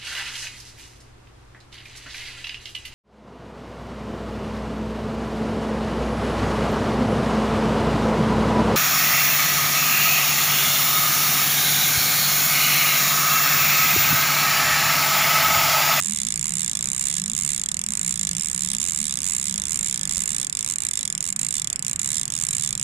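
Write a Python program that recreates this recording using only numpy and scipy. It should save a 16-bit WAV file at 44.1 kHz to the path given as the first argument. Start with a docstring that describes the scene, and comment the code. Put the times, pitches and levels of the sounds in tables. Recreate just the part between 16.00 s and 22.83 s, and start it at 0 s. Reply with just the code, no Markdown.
"""A fishing reel clicks close by on the right as line runs off it: two small catches (pawls) snap over
a 30-tooth wheel that speeds up with every tug, and the small boat echoes each click.
Behind it an outboard motor shakes the hull and blows its exhaust out under water as bubbles;
about four seconds in, it clunks out of gear and settles to a slower beat. The river hisses faintly."""
import sys
import numpy as np
from scipy import signal
from scipy.fft import rfft, irfft, next_fast_len
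from scipy.io import wavfile
from scipy.ndimage import uniform_filter1d, minimum_filter1d, map_coordinates

SR = 44100
rng = np.random.default_rng(int(sys.argv[2]) if len(sys.argv) > 2 else 0)


def generate_wav(signal):
    """Clip the signal to [-1, 1] and save it as 16-bit WAV at the path in sys.argv[1]."""
    frames = np.transpose(np.atleast_2d(signal))
    scaled = np.clip(frames, -1, 1) * 32767
    pcm = np.round(scaled).astype(np.int16)
    wavfile.write(sys.argv[1], SR, pcm)


N = 301203
TIME = np.arange(N) / SR

def amp(db):
    """Turn decibels into a volume factor."""
    return 10 ** (np.asarray(db) / 20)

def unit(x):
    """Scale a sound to an average power of 1."""
    return x / np.sqrt(np.mean(x ** 2) + 1e-20)

def along(points, hz):
    """Read between the rows of a (f/Hz, value) table on a log scale."""
    f, v = np.transpose(points)
    return np.interp(np.log(hz + 1), np.log(f + 1), v)

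def wobble(rate):
    """A smooth curve through `rate` random points a second."""
    return map_coordinates(rng.standard_normal(int(N * rate / SR) + 4), [TIME * rate])

def filtered(x, response):
    """Scale and delay each frequency f in x by response(f)."""
    size = next_fast_len(N + SR // 2)
    return irfft(rfft(x, size) * response(np.fft.rfftfreq(size, 1 / SR)), size)[..., :N]

def resonance(f, hz, width):
    """A filter that rings at hz; the narrower it is, the longer it rings."""
    return 1j * f * width / (hz * hz - f * f + 1j * f * width)

def place(times, sizes):
    """Add a spike of the given size at each time."""
    index = np.round(np.ravel(times) * SR).astype(int)
    return np.bincount(np.clip(index, 0, N), np.ravel(sizes), N + 1)[:N]

def cycles(rate, start):
    """The times at which a beat of changing speed comes round."""
    phase = np.cumsum(rate) / SR + start
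    return np.interp(np.arange(int(phase[-1]) + 1), phase, TIME)

# Tugs on the line: peak t/s, added speed/(teeth per s), half-length/s
LINE_TUGS = [(0.018, 40.3, 0.045), (0.128, 57.7, 0.129), (0.362, 32.2, 0.115), (0.482, 49.5, 0.057),
             (0.598, 58.0, 0.053), (0.693, 28.9, 0.069), (0.873, 45.7, 0.118), (1.046, 39.5, 0.09),
             (1.15, 40.3, 0.059), (1.287, 23.5, 0.095), (1.393, 33.7, 0.034), (1.496, 51.2, 0.155),
             (1.807, 21.6, 0.089), (1.923, 36.3, 0.039), (2.055, 34.5, 0.097), (2.214, 29.9, 0.144),
             (2.433, 54.7, 0.089), (2.649, 54.5, 0.132), (2.863, 47.0, 0.069), (3.042, 55.2, 0.175),
             (3.274, 60.7, 0.07), (3.467, 53.4, 0.123), (3.715, 61.1, 0.088), (3.87, 40.8, 0.043),
             (3.962, 38.1, 0.102), (4.163, 71.1, 0.074), (4.31, 55.5, 0.044), (4.413, 45.1, 0.055),
             (4.593, 33.1, 0.077), (4.7, 66.1, 0.044), (4.834, 46.5, 0.055), (4.978, 34.2, 0.068),
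             (5.119, 19.8, 0.084), (5.265, 70.3, 0.045), (5.437, 39.1, 0.054), (5.556, 53.3, 0.05),
             (5.691, 15.2, 0.102), (5.886, 46.1, 0.054), (6.034, 33.3, 0.033), (6.142, 59.3, 0.097),
             (6.392, 66.8, 0.085), (6.63, 58.2, 0.102), (6.826, 47.7, 0.046)]
TEETH, STEADY_TEETH_PER_S = 30, 20.977
def spool_speed():
    """Teeth passing per second: each tug adds a smooth surge to the steady pull."""
    surges = sum(surge * np.exp(-((TIME - s) / half) ** 2) for s, surge, half in LINE_TUGS)
    return STEADY_TEETH_PER_S + surges

def turn(tooth, peak):
    """Swing between -1 and 1 once per turn of the spool."""
    return np.cos(2 * np.pi * (tooth - peak) / TEETH)

def pawl(times, sizes, slip_ms, slip_db, rebound_ms, rebound_db):
    """A catch slips off one tooth, hits the next and bounces twice."""
    chance = rng.standard_normal((len(times), 8))
    delay_ms = np.array([-slip_ms, 0, rebound_ms, 2 * rebound_ms]) * np.exp(.28 * chance[:, :4])
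    force = amp(np.array([slip_db, 0, rebound_db, 2 * rebound_db]) + chance[:, 4:] * [5.2, .6, 2.4, 11.1])
    return place(times[:, None] + delay_ms / 1000, sizes[:, None] * force)

def strikes(speed):
    """Two catches hit each tooth; the wheel is off-centre, so their gap varies over a turn."""
    first = cycles(speed, start=-.03)
    tooth = np.arange(len(first))
    pace = np.interp(first, TIME, speed) / speed.mean()
    chance = rng.standard_normal((len(first), 3))
    lag_ms = .3 + 1.5 * ((1 + turn(tooth, peak=10.5)) / 2) ** .8 * pace ** -.6
    second = first + lag_ms * np.exp(.17 * chance[:, 0]) / 1000
    size = amp(chance[:, 1]) * pace ** -.2  # a slow catch falls the full depth of the tooth
    lead = pawl(first, size, slip_ms=.5, slip_db=-13, rebound_ms=.95, rebound_db=-9)
    trail = pawl(second, size, slip_ms=.4, slip_db=-14, rebound_ms=.6, rebound_db=-7)
    return lead + amp(-3) * trail

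def scattered(blows, fade_s):
    """Each hit smears into a short hiss, new every time because the spool has moved on."""
    fade = amp(-120 * np.arange(SR // 50) / SR / fade_s)
    power = signal.fftconvolve(blows ** 2, fade / fade.sum())[:N]
    return np.sqrt(np.abs(power)) * rng.standard_normal(N)

# The reel's ringing tones: f/Hz, width/Hz, relative level/dB, swing over a turn/dB, loudest tooth
REEL_TONES = [(1097, 220, -22, 1, 1.7), (1737.7, 23, -13.5, 1, 13.6), (2067, 232, -17, 1.5, 9.5),
              (3040, 1960, -21.5, 0.5, 12), (3488, 403, -13, 2.5, 18), (3860, 660, -16, 2, 16.4),
              (5310, 1740, -14.5, 1.5, 19), (6830, 780, -5.5, 0, 3.6), (7384, 317, 1, 1, 8.2),
              (8397, 624, -5, 1, 9.1), (9744, 325, -8.5, 1.5, 12), (9964, 550, -12.5, 2, 13.3),
              (12100, 5600, -34, 1.5, 3.3)]
# How the left side is muffled: f/Hz, level/dB
LEFT_SHADE = [(300, -34), (1200, -12), (1700, -15.5), (2200, -24), (2800, -2.5), (3600, -10), (5000, -5),
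              (6200, -13), (7500, -14.5), (8300, -15), (9800, -3.5), (11000, -9.5), (14000, -2)]
def fishing_reel(left_lag_ms):
    """The hits make the reel ring; the left side hears it late, muffled and more scattered."""
    speed = spool_speed()
    blows = strikes(speed)
    left = amp(-2.5) * blows + amp(-3) * scattered(blows, fade_s=.01)
    right = blows + amp(-17) * scattered(blows, fade_s=.006)
    pair = np.array([left, right])
    tooth = np.cumsum(speed) / SR
    ring = np.zeros((2, N))
    for k, (hz, width, db, swing_db, peak) in enumerate(REEL_TONES):
        # the turning spool points each tone at the listener and away again
        aimed = pair * amp(db + swing_db * turn(tooth, peak))
        ring += (-1) ** k * filtered(aimed, lambda f: resonance(f, hz, width))
    shade = lambda f: amp(along(LEFT_SHADE, f)) * np.exp(-2j * np.pi * f * left_lag_ms / 1000)
    return amp(-24) * unit(np.array([filtered(ring[0], shade), ring[1]]))

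# How long the boat echoes: f/Hz, time to fade by 60 dB/s
ECHO_FADES = [(300, 0.14), (1500, 0.019), (4000, 0.024), (8000, 0.069), (14000, 0.014)]
# How strongly it echoes: f/Hz, relative level/dB
ECHO_LEVELS = [(500, -29), (1500, -4), (3500, -6.5), (8000, -23), (10500, -20), (12000, -11)]
def boat_echo(pair):
    """Add the echo that hull and seats throw back 4 ms after each click."""
    sent = filtered(pair[1], lambda f: amp(along(ECHO_LEVELS, f) - 3.5))
    delayed = np.pad(sent, (SR // 250, 0))
    hz, t, noise = signal.stft(rng.standard_normal((2, SR // 6)), SR, nperseg=128)
    fade = amp(-60 * t / along(ECHO_FADES, hz)[:, None])
    tail = signal.istft(noise * fade, SR, nperseg=128)[1]
    tail /= np.linalg.norm(tail, axis=1, keepdims=True)
    return pair + signal.fftconvolve(delayed[None], tail, axes=1)[:, :N]

SHIFT_S, SHIFT_TAKES_S, SETTLE_S = 4.25, .2, 2.0
def by_state(values, at=TIME):
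    """Glide through three motor values: in gear, faltering, idling."""
    return np.interp(at, SHIFT_S + np.array([0, SHIFT_TAKES_S, SHIFT_TAKES_S + SETTLE_S]), values)

FIRINGS_PER_S, PUFF_HZ = (24, 18.7, 18.7), (155.4, 136, 121.5)
PUFF_DB, THROB_DB = (-46.5, -58.5, -40), (-50.5, -55, -52)
# The hull's deep tones: f/Hz, width/Hz, relative level/dB
HULL_TONES = [(24, 4.2, -43), (48, 3, -4.5), (74, 6.6, 0), (128, 12.6, -5.5)]
def outboard(puff_fade_s, rise_per_s, pitch_scatter):
    """Each firing shakes the hull and blows a puff under water that climbs in pitch as it rises."""
    firings = cycles(by_state(FIRINGS_PER_S), start=.71)
    chance = rng.standard_normal((len(firings), 4))
    t = np.arange(SR // 8) / SR
    pitch = by_state(PUFF_HZ, firings) * np.exp(pitch_scatter * chance[:, 0])
    phase = 2 * np.pi * pitch[:, None] * (t + rise_per_s * t * t / 2)
    fade_in = (1 - np.exp(-t / .0084)) ** 2
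    puffs = np.sin(phase) * amp(2.7 * chance[:, 1:2] - 60 * t / puff_fade_s) * fade_in
    burble = place((firings + .00093 * chance[:, 2])[:, None] + t, puffs)
    kicks = place(firings, amp(2 * chance[:, 3]))
    hull = lambda f: sum(amp(db) * resonance(f, hz, width) for hz, width, db in HULL_TONES)
    throb = filtered(kicks, hull)
    return amp(by_state(PUFF_DB)) * unit(burble) + amp(by_state(THROB_DB)) * unit(throb)

# The water's wash, low to high: f/Hz, relative level/dB
WATER_LEVELS = [(25, -3), (100, 2), (200, 5.5), (310, -8.5), (450, -13), (750, -15), (1200, -11),
                (2500, -13), (6000, -40.5), (10000, -39), (12500, -42)]
# How alike it is left and right: f/Hz, likeness (1 = the same)
WATER_LIKENESS = [(100, 0.93), (250, 0.97), (500, 0.35), (2000, 0.081)]
def river():
    """Water washes along the hull and bank, swelling gently."""
    spread = lambda f: np.arccos(np.clip(along(WATER_LIKENESS, f), -1, 1)) / 2
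    colour = lambda f: amp(along(WATER_LEVELS, f)) * [np.cos(spread(f)), np.sin(spread(f))]
    mid, side = filtered(rng.standard_normal((2, N)), colour)
    swell_db = .8 * wobble(2.5) + 1.2 * wobble(14)
    return unit(np.array([mid + side, mid - side])) * amp(-44.5 + swell_db)

# Big exhaust bubbles: start t/s, length/s, starting f/Hz, level/dB
BIG_BUBBLES = [(.06, 0.098, 193, -31.5), (0.201, 0.11, 199.6, -40), (.19, .13, 165.3, -39),
               (.33, .15, 153.4, -37), (.5, 0.18, 169.5, -35.5), (.83, .1, 190, -36.5),
               (1.02, 0.36, 167, -39.5), (1.18, 0.18, 184.9, -36), (1.31, 0.27, 146.7, -38.5),
               (1.83, 0.13, 191.5, -36), (2.0, 0.16, 173, -35), (2.16, .14, 175, -34),
               (2.3, .11, 172.3, -32.5), (2.52, .28, 174, -35), (2.98, 0.087, 201.6, -34.5),
               (3.46, 0.15, 178, -37.5), (4.0, 0.093, 168, -39), (5.29, 0.11, 189, -40)]
DEEP_HZ, SURFACING_S = 168, .13
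def big_bubbles(waver, flutter_db):
    """Gas gathers under the boat in bubbles; those above DEEP_HZ are near the surface and glide up."""
    drift, flutter = wobble(40), wobble(45)
    sound = np.zeros(N)
    for s, length, first_hz, db in BIG_BUBBLES:
        now = (TIME > s) & (TIME < s + length)
        age = TIME[now] - s
        climb_hz = max(first_hz - DEEP_HZ, 0) * np.expm1(age / SURFACING_S)
        pitch = (first_hz + climb_hz) * (1 + waver * drift[now])
        swell = np.sqrt(np.abs(np.sin(np.pi * age / length))) * amp(db + flutter_db * flutter[now])
        sound[now] += np.sin(2 * np.pi * np.cumsum(pitch) / SR) * swell
    return sound

# Knocks of the gears: t/s, relative level/dB
GEAR_KNOCKS = [(4.012, -55), (4.175, -41.5), (4.222, -48)]
# The tones in one knock: f/Hz, relative level/dB, time to fade by 60 dB/s
KNOCK_TONES = [(67, -4, .09), (138, 1, .06), (203, -2, 0.14), (520, -6, 0.036)]
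def gear_clunks():
    """The gear change knocks through the hull."""
    t = np.arange(SR // 4) / SR
    ring = sum(np.sin(2 * np.pi * hz * t) * amp(db - 60 * t / fade_s) for hz, db, fade_s in KNOCK_TONES)
    times, db = np.transpose(GEAR_KNOCKS)
    return signal.fftconvolve(place(times, amp(db + 8)), ring)[:N]

def scene():
    """The nearby reel over the river and the motor, which sits slightly to the right."""
    motor = outboard(puff_fade_s=.07, rise_per_s=10, pitch_scatter=.03)
    motor += big_bubbles(waver=.02, flutter_db=1) + gear_clunks()
    reel = boat_echo(fishing_reel(left_lag_ms=.2885))
    return reel + motor * amp([[-.4], [.4]]) + river()

# Softening of the highest sounds: f/Hz, level/dB
TREBLE_CUT = [(13500, -1), (14300, -8), (15500, -3.5), (16500, -26)]
CEILING_DB, TOP_HZ = -5.3, 16800
def record(dry):
    """A fast limiter turns both sides down under loud clicks; then the highest treble is cut."""
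    needed = np.minimum(1, amp(CEILING_DB) / (np.abs(dry).max(axis=0) + 1e-9))
    gain = uniform_filter1d(minimum_filter1d(needed, size=65), size=33)
    return filtered(dry * gain, lambda f: amp(along(TREBLE_CUT, f)) * (f < TOP_HZ))

dry = scene()
out = record(dry)
generate_wav(out)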